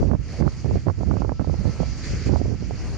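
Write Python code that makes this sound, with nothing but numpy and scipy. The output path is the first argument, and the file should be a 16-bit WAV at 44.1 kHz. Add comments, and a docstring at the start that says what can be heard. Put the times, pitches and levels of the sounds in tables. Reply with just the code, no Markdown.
"""Gusts hit two microphone ports, mostly the right one, with a rumble, flutter and short thumps.
Behind them a wind turbine turns: each blade sweeps down with a broad whoosh that thins to a hiss.
A faint gear whine swells and fades, over the soft rush of wind on the hillside.
Shaped noise makes the wind and the blades, filtered kicks the thumps, a wavering sine the whine."""
import sys
import numpy as np
from scipy import signal
from scipy.fft import rfft, irfft
from scipy.io import wavfile
from scipy.ndimage import uniform_filter1d

SR = 44100
rng = np.random.default_rng(int(sys.argv[2]) if len(sys.argv) > 2 else 0)


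def int16_out(signal):
    """Quantize to a 16-bit WAV file."""
    q = np.round(np.clip(np.atleast_2d(signal).T, -1, 1) * 32767)
    wavfile.write(sys.argv[1], SR, q.astype(np.int16))


N = 130977
T = np.arange(N) / SR  # time in seconds
HZ = np.maximum(np.arange(N // 2 + 1) * SR / N, 1)  # frequency of each spectrum bin

# Eddies that burst on the right port.
# Each row: time of the peak in seconds, peak level in dB before a shared boost, upper edge in Hz.
BURSTS = [(0.029, -13, 800), (0.094, -27, 930), (0.114, -16, 1750), (0.135, -20, 1010), (0.150, -21, 1390),
          (0.411, -20, 880), (0.424, -14, 1800), (0.458, -27, 1060), (0.467, -25, 850), (0.478, -15, 1520),
          (0.646, -18, 600), (0.66, -19, 685), (0.711, -18, 806), (0.758, -13.5, 720), (0.775, -33, 690),
          (0.869, -13, 640), (0.884, -14, 1250), (0.899, -16.5, 1240), (1.010, -22.5, 890),
          (1.033, -18.5, 900), (1.112, -12.5, 1350), (1.14, -21, 1100), (1.169, -19.5, 1400),
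          (1.22, -12, 1150), (1.248, -15.5, 950), (1.294, -16, 1650), (1.320, -14.5, 850),
          (1.396, -14, 1350), (1.421, -38, 950), (1.446, -22.5, 1040), (1.475, -20.5, 600),
          (1.497, -19, 1100), (1.542, -21, 850), (1.654, -20, 790), (1.695, -37, 700), (1.803, -13.5, 800),
          (1.832, -16.5, 670), (2.136, -21, 480), (2.295, -18.5, 855), (2.338, -18.5, 800),
          (2.36, -13, 990), (2.415, -14, 630), (2.458, -19.5, 744), (2.484, -32, 900), (2.55, -38, 1000),
          (2.625, -22.5, 500), (2.71, -19.5, 694)]


def from_db(db):
    """Turn decibels into gain."""
    return 10 ** (np.asarray(db) / 20)


def rms_one(x):
    """Scale a sound to an average power of 1."""
    return x / np.sqrt(np.mean(x ** 2) + 1e-20)


def over_time(points):
    """Read a table along time, with straight lines between its rows."""
    seconds, value = np.transpose(points)
    return np.interp(T, seconds, value)


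def over_hz(points):
    """Read a table along log frequency, with straight lines between its rows."""
    hz, value = np.transpose(points)
    return np.interp(np.log(HZ), np.log(hz), value)


def coloured(white, spectrum):
    """Make some frequencies of a noise stronger than others, then scale its power to 1."""
    return rms_one(irfft(rfft(white) * from_db(over_hz(spectrum)), N))


def drift(rate_hz):
    """Wander slowly at random, with a spread of 1, mostly below the given rate."""
    return rms_one(irfft(rfft(rng.standard_normal(N)) / (1 + (HZ / rate_hz) ** 2), N))


def band_pass(x, order, low_hz, high_hz):
    """Keep what lies between two frequencies."""
    return signal.sosfilt(signal.butter(order, [low_hz, high_hz], "band", fs=SR, output="sos"), x)


def hillside():
    """Wind over the slope is steady, broad noise: a soft, even rush under everything."""
    # Each row: frequency in Hz, relative strength in dB.
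    slope_colour = [(400, 7.5), (1000, 0), (2000, -35)]
    level_db = -55.5
    return from_db(level_db) * coloured(rng.standard_normal((2, N)), slope_colour)


def turbulence(spectrum):
    """Turbulent air presses on a port as low noise, here with its slow swings evened out."""
    x = coloured(rng.standard_normal(N), spectrum)
    width = int(0.027 * SR)  # 27 ms of averaging, done twice
    power = uniform_filter1d(uniform_filter1d(x ** 2, width), width)
    return rms_one(x / np.sqrt(power + 0.02))


def crackle():
    """Tiny eddies crackle: sparse random spikes of either sign, given a colour."""
    # Each row: frequency in Hz, relative strength in dB.
    crackle_colour = [(250, 1), (900, -7.5), (3000, -32)]
    spikes_per_s, below_flutter_db = 290, -15
    spikes = (rng.random(N) < spikes_per_s / SR) * np.sign(rng.standard_normal(N))
    return from_db(below_flutter_db) * coloured(spikes, crackle_colour)


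def flare_at_bursts():
    """Flutter grows stronger close to each bursting eddy and is a little weaker elsewhere."""
    away_db, burst_db, width_s = -2, 4, 0.005
    from_burst = np.min([abs(T - s) for s, *_ in BURSTS], axis=0)
    puffs = 1 / (1 + (from_burst / width_s) ** 2)
    return from_db(away_db) * (1 - puffs) + from_db(burst_db) * puffs


def wind(port):
    """A breeze rumbles in a port; gusts raise the rumble and add ragged, crackling flutter."""
    # Gusts, one list for the left port and one for the right. Each row: start in seconds,
    # end in seconds, rumble level in dB, flutter level in dB before it flares at bursts.
    gust_rows = ([(0, .028, -19.5, -18), (0.722, 0.762, -18.5, -39), (2.1, 2.18, -24.5, -35),
                 (2.25, 2.3, -29, -34), (2.444, 2.464, -22, -32), (2.796, 2.972, -29.5, -43)],
                 [(0.019, 0.161, -17, -23.5), (0.19, 0.219, -23, -38), (0.388, .485, -17.5, -21.5),
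                 (.645, 0.789, -20.5, -25.5), (.862, .908, -15.5, -21.5), (0.977, 1.042, -22.5, -26.5),
                 (1.062, 1.135, -16.5, -24), (1.142, 1.33, -23.5, -26), (1.397, 1.424, -18.5, -19),
                 (1.465, 1.555, -19.5, -28), (1.586, 1.617, -18, -28), (1.645, 1.704, -17.5, -22),
                 (1.795, 1.831, -18, -21), (1.856, 1.928, -25, -44), (2.072, 2.24, -33, -51),
                 (2.26, 2.385, -16, -20.5), (2.39, 2.555, -24, -27), (2.603, 2.76, -31.5, -36)])
    # Steady rumble of the breeze in dB: left port, right port.
    breeze_level = [-34, -29]
    # Colours of rumble and flutter. Each row: frequency in Hz, relative strength in dB.
    rumble_colour = [(22, -43), (34, -30), (48, -1.5), (75, 0), (120, -7), (180, -14), (1000, -62)]
    flutter_colour = [(70, -13), (160, 2.5), (260, -2.5), (420, -7.5), (650, -16.5), (1000, -34.5),
                      (1600, -41), (3000, -70)]
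    attack_s, release_s = 0.0041, 0.013
    roughness_db = 3.5  # spread of the fast level changes in the flutter

    rumble, flutter = from_db(breeze_level[port]), 0
    for start, end, rumble_db, flutter_db in gust_rows[port]:
        rise = (1 + np.tanh((T - start) / attack_s)) / 2
        fall = (1 - np.tanh((T - end) / release_s)) / 2
        rumble = rumble + from_db(rumble_db) * rise * fall
        flutter = flutter + from_db(flutter_db) * rise * fall
    if port == 1:  # the eddies burst on the right port
        flutter = flutter * flare_at_bursts()
    ragged = rms_one(from_db(roughness_db * drift(79)))
    flutter_sound = ragged * turbulence(flutter_colour) + crackle()
    return rumble * turbulence(rumble_colour) + flutter * flutter_sound


def thumps():
    """Each bursting eddy is a pressure kick with a ragged tail: a dull knock or a bright crack."""
    boost_db, body_hz = 3.5, 368
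    spray_db, spray_s = -23, 0.004  # each eddy breaks up as it bursts
    out, click = np.zeros(N + SR), signal.unit_impulse(SR // 20)
    spray = from_db(spray_db) * np.exp(-T[:len(click)] / spray_s)
    chances = rng.standard_normal((len(BURSTS), len(click)))
    for (s, db, top_hz), chance in zip(BURSTS, chances):
        burst = np.sign(chance[0]) * click + spray * chance
        body = band_pass(burst, 1, body_hz / 2, body_hz * 2)
        kick = signal.sosfilt(signal.butter(4, top_hz, fs=SR, output="sos"), body)
        at = int(s * SR) - np.argmax(abs(kick))  # so that the peak falls on time
        out[at:at + len(kick)] += from_db(db + boost_db) * kick / abs(kick).max()
    return out[:N]


def ports():
    """Wind presses on each port separately; its largest swings are rounded, its extremes cut."""
    limit = 0.69  # as a share of full scale
    buffeting = np.array([wind(0), wind(1) + thumps()])
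    rounded = limit * np.tanh(buffeting / limit)
    return band_pass(rounded, 2, 30.5, 3230)


def gears():
    """Gears in the nacelle whine: a thin sine of wavering pitch that swells and fades."""
    # Each row: time in seconds, middle level in dB, around which the level wanders.
    whine_level = [(1.1, -67), (1.37, -60.5), (1.55, -65), (1.82, -51.5), (2.05, -67.5)]
    pitch_hz, wander_hz = 1321, 1.44
    level = from_db(over_time(whine_level) + drift(13))
    pitch = pitch_hz + wander_hz * drift(11.5)
    return level * rms_one(np.sin(2 * np.pi * np.cumsum(pitch) / SR))


def air(patchy_db):
    """Rushing air: noise partly alike at the two ports, whose half octaves flicker separately."""
    # Each row: frequency in Hz, likeness of the two ports (1 is the same, 0 unrelated).
    port_likeness = [(400, 1), (2000, 0.79), (3400, 0.22), (6300, 0.49), (7600, 0.035)]
    alike = np.clip(over_hz(port_likeness), -.99, .99)
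    mid, side = rfft(rng.standard_normal((2, N)))
    both = np.sqrt(1 + alike) * mid + np.sqrt(1 - alike) * side * np.array([[1], [-1]])
    place = np.clip(2 * np.log2(HZ / 350), 0, 9)  # in half octaves above 350 Hz
    out = np.zeros((2, N))
    for k in range(10):
        half_octave = irfft(both * np.maximum(1 - abs(place - k), 0), N)
        out += half_octave * from_db(patchy_db * drift(14))
    return out


def hiss():
    """Trailing edges of the blades hiss all the time, coloured differently at each port."""
    # Each row: frequency in Hz, relative strength in dB.
    left_colour = [(300, 11), (900, -11), (2200, -0.5), (3500, -8.5), (4100, -19.5), (4900, -6), (6000, -1),
                   (7300, -5.5), (8000, -21.5), (9500, -24), (11600, -42)]
    right_colour = [(300, 9), (900, -7.5), (2200, -0.5), (2800, -6), (3500, -15.5), (4600, 3.5),
                    (6400, -12.5), (7200, -22.5), (7800, -52), (8800, -29), (11000, -48.5)]
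    left_db, right_db, patchy_db = 3.5, 3, 2  # the levels add to the shared blade level
    left, right = air(patchy_db)
    return np.array([from_db(left_db) * coloured(left, left_colour),
                     from_db(right_db) * coloured(right, right_colour)])


def whoosh():
    """The broad rush of a blade sweeping down is flickering noise, mostly lower than the hiss."""
    # Each row: frequency in Hz, relative strength in dB.
    whoosh_colour = [(120, -20), (300, 6.5), (600, 5), (2200, -11), (3200, -28.5), (4500, -5),
                     (7000, -45.5)]
    level_db, patchy_db = 1.5, 2.5  # the level adds to the shared blade level
    return from_db(level_db) * coloured(air(patchy_db), whoosh_colour)


def sizzle():
    """The blade tip sizzles: a narrow band of high noise, stronger on the left."""
    centre_hz, width_hz = 9100, 700
    level_db, pan_db = -34, 13.5  # left is raised and right lowered by the pan
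    band = np.exp(-.5 * ((HZ - centre_hz) / width_hz) ** 2)
    noise = rms_one(irfft(rfft(rng.standard_normal((2, N))) * band, N))
    return noise * from_db(level_db + pan_db * np.array([[1], [-1]]))


def blades():
    """Blades hiss all the time; each downward sweep adds a whoosh and a fine sizzle."""
    # Shared level of all blade sounds, which drops sharply for a while near 0.42, 0.9 and 2.3 s. Each row: time
    # in seconds, level in dB.
    blade_level = [(0, -47.5), (.15, -57.5), (.33, -45), (.405, -45.5), (.425, -56), (.5, -48),
                   (.76, -46.5), (.88, -50.5), (.92, -52.5), (1.2, -50.5), (1.25, -54.5), (1.42, -53),
                   (1.52, -49.5), (1.98, -42), (2.09, -38), (2.28, -39.5), (2.3, -45.5), (2.55, -49),
                   (2.72, -47), (2.8, -45)]
    period_s, first_sweep_s, width_s = 1.255, 0.41, 0.12
    from_sweep = (T - first_sweep_s + period_s / 2) % period_s - period_s / 2
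    sweep = np.exp(-.5 * (from_sweep / width_s) ** 2)
    return from_db(over_time(blade_level)) * (hiss() + sweep * (whoosh() + sizzle()))


def scene():
    """Add the turbine, the slope and the wind in the two ports."""
    return hillside() + ports() + gears() + blades()


def record(dry):
    """Cut the top steeply above 11.6 kHz."""
    return signal.sosfilt(signal.ellip(10, .1, 80, 11600, fs=SR, output="sos"), dry)


dry = scene()
out = record(dry)
int16_out(out)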